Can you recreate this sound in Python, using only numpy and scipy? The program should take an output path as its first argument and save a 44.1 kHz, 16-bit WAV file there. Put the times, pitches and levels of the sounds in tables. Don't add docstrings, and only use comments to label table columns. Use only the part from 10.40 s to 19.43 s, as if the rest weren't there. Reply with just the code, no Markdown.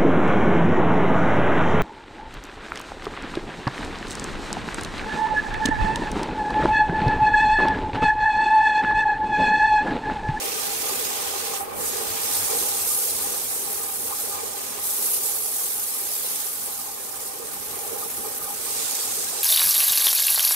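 import sys
import numpy as np
from scipy import signal
from scipy.fft import rfft, irfft, next_fast_len
from scipy.io import wavfile
from scipy.ndimage import uniform_filter1d

SR = 44100
rng = np.random.default_rng(int(sys.argv[2]) if len(sys.argv) > 2 else 0)


def gain_from_db(level_db):
    decades = np.asarray(level_db, float) / 20
    return 10 ** decades


def to_wav(s):
    ch = np.atleast_2d(s).T
    pcm = np.round(np.clip(ch, -1, 1) * 32767)
    wavfile.write(sys.argv[1], SR, pcm.astype(np.int16))


N = 398223
T = np.arange(N) / SR

# [f/Hz, level/dB per Hz]
SHAKE_SPECTRUM = [(15, -3), (32, -0.5), (48, -4.5), (70, -2.5), (150, -3.5), (250, 0), (330, -1.5),
                  (500, -14)]
# [f/Hz, level/dB per Hz]
ROAR_SPECTRUM = [(250, -9.5), (400, -4), (700, 2.5), (1500, 0.5), (2200, -3.5), (3100, -4), (4500, -8.5),
                 (16000, -8)]
# [f/Hz, width/Hz, left level/dB, right level/dB]
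BED_TONES = [(400.4, 71, -2.5, -4.5), (452, 69, -3, 0), (499, 85, -5, -4), (600, 91, -32, -8.5)]
# [f/Hz, width/Hz, left level/dB, right level/dB]
HOUSING_TONES = [(786.3, 37.4, -3, -3), (820, 72, -1.5, -2), (1071, 140, -7.5, -10.5),
                 (1216, 63, -5.5, -4.5), (2338, 83, -18, -14)]
# [t/s, level/dB]
PLAY = [(0.0, -0.5), (1.0, 0.5), (1.4, 0.5), (2.15, .5), (2.6, -3.5), (3.1, -3), (4.0, -3.5), (4.6, -3.5),
        (5.1, -7.5), (6.55, -7.5), (7.1, -4.5), (7.7, -3), (8.2, -4), (9.03, -5)]
# [t/s, bed level/dB, housing level/dB]
BOUTS = [(0.04, 5.5, 1), (0.25, -3, 2), (0.49, 3, 1.5), (1.12, 1.5, 6), (1.31, 1, 4), (1.42, 2.5, 1),
         (1.9, 0.5, 2), (2.03, -2, 0.5), (2.12, 9, 5), (2.91, 3.5, 4), (3.05, -2, -13), (3.12, -1, 4),
         (3.2, 5, -9), (3.51, -3, 4), (3.72, -1, 7), (3.78, -7, -3), (3.87, 4.5, -3), (3.97, 0, 9),
         (4.06, 3, 1), (4.62, 4, -1), (6.4, -8, 9), (7.53, 5.5, 0), (7.74, -5, -2.5), (7.87, 5, 3.5),
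         (8.12, -2.5, 5), (8.2, -1.5, -12), (8.8, 4.5, -1), (8.87, -7, -2), (8.93, -1, 3)]
# [t/s, level/dB]
HUM_SWELLS = [(0.5, 6), (1.1, -3), (1.35, 4), (1.7, 9), (2.05, 6), (2.82, 7), (3.6, 1), (3.82, -8),
              (3.97, 6), (5.1, 8), (7.35, 5), (7.85, 6)]

# [t/s, pressure level/dB, surface speed (-1 neck to 1 belly),
# cupping of the paper (-1 flat to 1 folded)]
HAND = [(0.0, -37, -1.27, -0.37), (0.3, -35.5, -0.77, -0.031), (1.08, -37.5, -0.99, 0),
        (1.5, -38, -0.34, 0.44), (1.78, -35.5, -0.67, -0.11), (1.93, -32.5, -0.21, 0.3),
        (2.95, -36, -0.028, 0.26), (3.6, -38.5, .8, 0.093), (3.85, -38, -0.021, 0.35),
        (4.38, -40.5, -0.31, 0.24), (4.47, -34.5, 0.73, -0.045), (6.02, -36.5, 0.41, -0.14),
        (6.17, -38.5, 0.38, -.1), (7.0, -44.5, 0.16, 0.58), (7.35, -40, 0.32, 0), (8.08, -40, 0.51, 0.0057),
        (8.4, -35.5, -0.72, 0.73), (9.03, -38, -0.64, .8)]
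# [middle t/s, length t/s, level change/dB, change of surface speed (same scale)]
PUSHES = [(0.06, .05, 2, .3), (0.55, 0.23, 1.5, 0.24), (0.9, .15, -1, -.2), (1.466, 0.075, 3.5, 0.04),
          (1.575, 0.1, 1.5, -0.41), (1.955, 0.047, 1.5, 0.051), (2.133, .06, 1, -0.51),
          (2.18, 0.071, 1.5, 0.17), (2.573, 0.3, 3, 0.4), (2.8, 0.042, -.5, -0.22), (2.822, 0.04, 2, 0.17),
          (3.126, 0.16, 0, 0.32), (3.82, 0.076, 2.5, 0.079), (4.004, .08, -1.5, -.2),
          (4.128, 0.11, -2, 0.043), (4.296, .06, 1.5, -0.14), (4.48, .06, 1, -0.034),
          (4.71, 0.15, 3, -0.13), (4.804, 0.027, -3, -.2), (5.9, .3, .5, -0.29), (6.255, 0.086, 1.5, 0.069),
          (6.5, 0.11, -1, -0.041), (6.73, .06, 0, 0.14), (6.84, 0.14, 3.5, -0.051), (7.65, .3, 0, 0.13),
          (7.973, .04, 2, .1), (7.994, 0.019, -6, 0), (8.43, .1, -0.5, -0.12), (8.723, 0.48, 1, 0.14)]
# [f/Hz, level/dB per Hz]
RUB_SPECTRUM = [(1500, -11), (2100, -3.5), (2700, 0), (3400, -7.5)]
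# [f/Hz, level/dB per Hz]
RASP_SPECTRUM = [(1800, -18), (2800, -14.5), (3600, -3), (5500, -1), (7000, 0.5), (9000, -11)]
SCRAPE_SPECTRUM = [(5200, -15.5), (6800, -7), (7800, -4), (8200, -1), (8900, -5), (10200, -13.5),
                   (12000, -19)]
HISS_SPECTRUM = [(7500, -21.5), (9300, -3), (10400, 2.5), (11800, 1.5), (13200, -10), (15000, -21)]
FIZZ_SPECTRUM = [(10500, -20), (12300, 3), (13300, 7.5), (14300, 3), (15700, 3.5), (18000, -4.5)]
SPEED_DB = [-4, 1, 3.5, 2]
CUP_DB = [0, 6.5, -1, -1]
PUSH_SHARE = [0.46, 0.53, 1.4, 0.75]
LIFT_SHARE = [1.4, .9, 1, 1.3]
SKIM_S = [-0.018, .015, .03, 0.032]

# [f/Hz, level/dB]
LEFT_MIC = [(8, -9), (250, -1), (400, 0.5), (1400, -1), (4500, -4), (5800, -6.5), (7800, -6), (8300, -2),
            (15000, -0.5), (19000, 2)]
RIGHT_MIC = [(8, -5), (250, 3.5), (400, 1), (1400, -1), (4500, 1), (7900, -3.5), (8060, 1.5), (8300, -2),
             (8900, 1), (9900, 0), (15000, -0.5), (19000, -.2)]

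TURN_HZ, BELT_HZ = 17.8, 4.3
KNOCKS_PER_S = 520
BOUT_S, SWELL_S = 0.095, 0.21
LIFT_S, LAND_S, LEAVE_S, TOUCH_S, LIFT_DB = 1.218, 1.375, 0.065, 0.074, -15


def evened(x):
    return x / np.sqrt(np.mean(x ** 2) + 1e-20)


def read(points, hz):
    f, value = np.transpose(points)
    return np.interp(np.log(hz + 1), np.log(f + 1), value)


def curves(rows):
    s, *columns = np.transpose(rows)
    return [np.interp(T, s, column) for column in columns]


def coloured(x, points):
    size = next_fast_len(N)
    below = (points[0][0] / 2, -60)
    above = (points[-1][0] * 1.3, -60)
    gain = gain_from_db(read([below] + list(points) + [above], np.fft.rfftfreq(size, 1 / SR)))
    return irfft(rfft(x, size) * gain, size)[..., :N]


def resonate(x, hz, width):
    pole = np.exp(2j * np.pi * hz / SR - np.pi * width / SR)
    for _ in range(2):
        x = signal.lfilter([1 - abs(pole)], [1, -pole], x)
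    return 2 * x.real


def wander(rate_hz, channels=1):
    steps = rng.standard_normal((N // 64 + 2002, channels)).T
    lowpass = signal.butter(1, rate_hz * 128 / SR, output="sos")
    smooth = signal.sosfiltfilt(lowpass, steps)[:, 1000:-1000]
    return np.array([np.interp(T, np.arange(len(s)) * 64 / SR, evened(s)) for s in smooth])


def bumps(middle_s, length_s, change_db):
    coarse = T[::64]
    shape = np.exp(-abs(2 * (coarse - np.c_[middle_s]) / np.c_[length_s]) ** 3)
    return np.interp(T, coarse, np.asarray(change_db) @ shape)


def throb(hz, depths_db, slip):
    angle = 2 * np.pi * np.cumsum(hz * (1 + slip * wander(1.8)[0])) / SR
    level_db = 0
    for k, depth_db in enumerate(depths_db):
        level_db = level_db + depth_db * np.cos((k + 1) * angle + 2 * np.pi * rng.random())
    return level_db


def patchy(patchy_db, fine_db):
    noise = rng.standard_normal((2, N + 1024))
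    z = signal.stft(noise, nperseg=512, noverlap=384)[2]
    patches, flecks = rng.standard_normal((2,) + z.shape)
    patches = uniform_filter1d(patches, size=8, axis=1)
    patches = evened(uniform_filter1d(patches, size=18, axis=2))
    flecks = evened(uniform_filter1d(flecks, size=8, axis=2))
    z = z * gain_from_db(patchy_db * patches + fine_db * flecks)
    return signal.istft(z, nperseg=512, noverlap=384)[1][:, :N]


def contact_db(skim_s=0):
    leaving = (T - LIFT_S - skim_s) / LEAVE_S
    landing = (LAND_S - skim_s - T) / TOUCH_S
    return LIFT_DB * np.clip(np.minimum(leaving, landing) + .5, 0, 1)


def grit_db():
    pressure_db, speed, cup = curves(HAND)
    middle_s, length_s, push_db, slide = np.transpose(PUSHES)
    push_db = bumps(middle_s, length_s, push_db)
    speed = speed + bumps(middle_s, length_s, slide)
    hand_db = pressure_db + np.c_[SPEED_DB] * speed + np.c_[CUP_DB] * cup
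    return hand_db + np.c_[PUSH_SHARE] * push_db


def hum_and_shake(play_db):
    hum = evened(resonate(rng.standard_normal(N), hz=90.8, width=11))
    hum = hum * gain_from_db(-12.0 + 1.4 * wander(3.7)[0])
    shake = evened(coloured(rng.standard_normal((2, N)), SHAKE_SPECTRUM)) * gain_from_db(1.77 * wander(11.0))
    swell_s, swell_db = np.transpose(HUM_SWELLS)
    swell_db = bumps(swell_s, SWELL_S, swell_db)
    return gain_from_db(0.77 * play_db - 48.0) * (gain_from_db(0.23 * swell_db) * shake + gain_from_db(swell_db) * hum)


def roar(play_db):
    rasp_db = grit_db()[0]
    roar_db = 0.56 * play_db + 0.27 * (rasp_db + 32) + 0.22 * contact_db()
    noise = evened(coloured(patchy(1.0, 3.7), ROAR_SPECTRUM))
    return gain_from_db(roar_db - 35.0 + 0.95 * wander(66.0)) * noise


def rattle(tones, load_db, uneven_db, spread_db):
    out = np.zeros((2, N))
    for hz, width, *side_db in tones:
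        knocks = rng.standard_normal((2, N)) * (rng.random((2, N)) < KNOCKS_PER_S / SR)
        hardness_db = spread_db * rng.standard_normal((2, N))
        knocks *= gain_from_db(hardness_db + load_db + uneven_db * wander(20.5, channels=2))
        out += gain_from_db(side_db)[:, None] * resonate(evened(knocks), hz, width)
    return evened(out)


def bed(bed_db):
    load_db = throb(2 * TURN_HZ, [1.3], 0.017) + 2.3 * wander(3.8, channels=2)
    return gain_from_db(bed_db - 40.0) * rattle(BED_TONES, load_db, uneven_db=2.0, spread_db=2.7)


def housing(housing_db):
    load_db = throb(TURN_HZ, [1.4], 0.021) + throb(BELT_HZ, [1.6], 0.061)
    load_db = load_db + 1.15 * wander(21.0, channels=2)
    return gain_from_db(housing_db - 39.0) * rattle(HOUSING_TONES, load_db, uneven_db=2.8, spread_db=3.5)


def lathe():
    play_db, = curves(PLAY)
    bout_s, bed_db, housing_db = np.transpose(BOUTS)
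    bed_db = play_db + bumps(bout_s, BOUT_S, bed_db)
    housing_db = play_db + bumps(bout_s, BOUT_S, housing_db)
    return hum_and_shake(play_db) + roar(play_db) + bed(bed_db) + housing(housing_db)


def sanding():
    levels_db = grit_db() + np.c_[LIFT_SHARE] * contact_db(np.c_[SKIM_S])
    rasp_db, scrape_db, hiss_db, fizz_db = levels_db
    beat_db = throb(TURN_HZ, [.3, .15], 0.039) + 0.24 * wander(5.3)
    beat_db = beat_db + 0.91 * wander(110.0) + 0.28 * wander(33.0, channels=2)
    grit = patchy(0.95, 3.47)
    rasp = gain_from_db(rasp_db + 0.63) * evened(coloured(grit, RASP_SPECTRUM))
    scrape = gain_from_db(scrape_db + 1.5) * evened(coloured(grit, SCRAPE_SPECTRUM))
    hiss = gain_from_db(hiss_db + 2.5) * evened(coloured(grit, HISS_SPECTRUM))
    fizz = gain_from_db(fizz_db + 2.5) * evened(coloured(grit, FIZZ_SPECTRUM))
    _, speed, cup = curves(HAND)
    rub_db = rasp_db - 4.5 * speed - 6.5 * cup - 13.5
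    rub = gain_from_db(rub_db) * evened(coloured(grit, RUB_SPECTRUM))
    return gain_from_db(beat_db) * (rub + rasp + scrape + hiss + fizz)


def scene():
    return lathe() + sanding()


def low_pass(x):
    return signal.sosfilt(signal.butter(12, 17050, fs=SR, output="sos"), x)


def record(dry):
    heard = np.array([coloured(dry[0], LEFT_MIC), coloured(dry[1], RIGHT_MIC)])
    edge = signal.firwin(2047, 15735, window=("kaiser", 11), fs=SR)
    mix = signal.oaconvolve(heard, edge[None], "same")
    return low_pass(mix)


dry = scene()
out = record(dry)
to_wav(out)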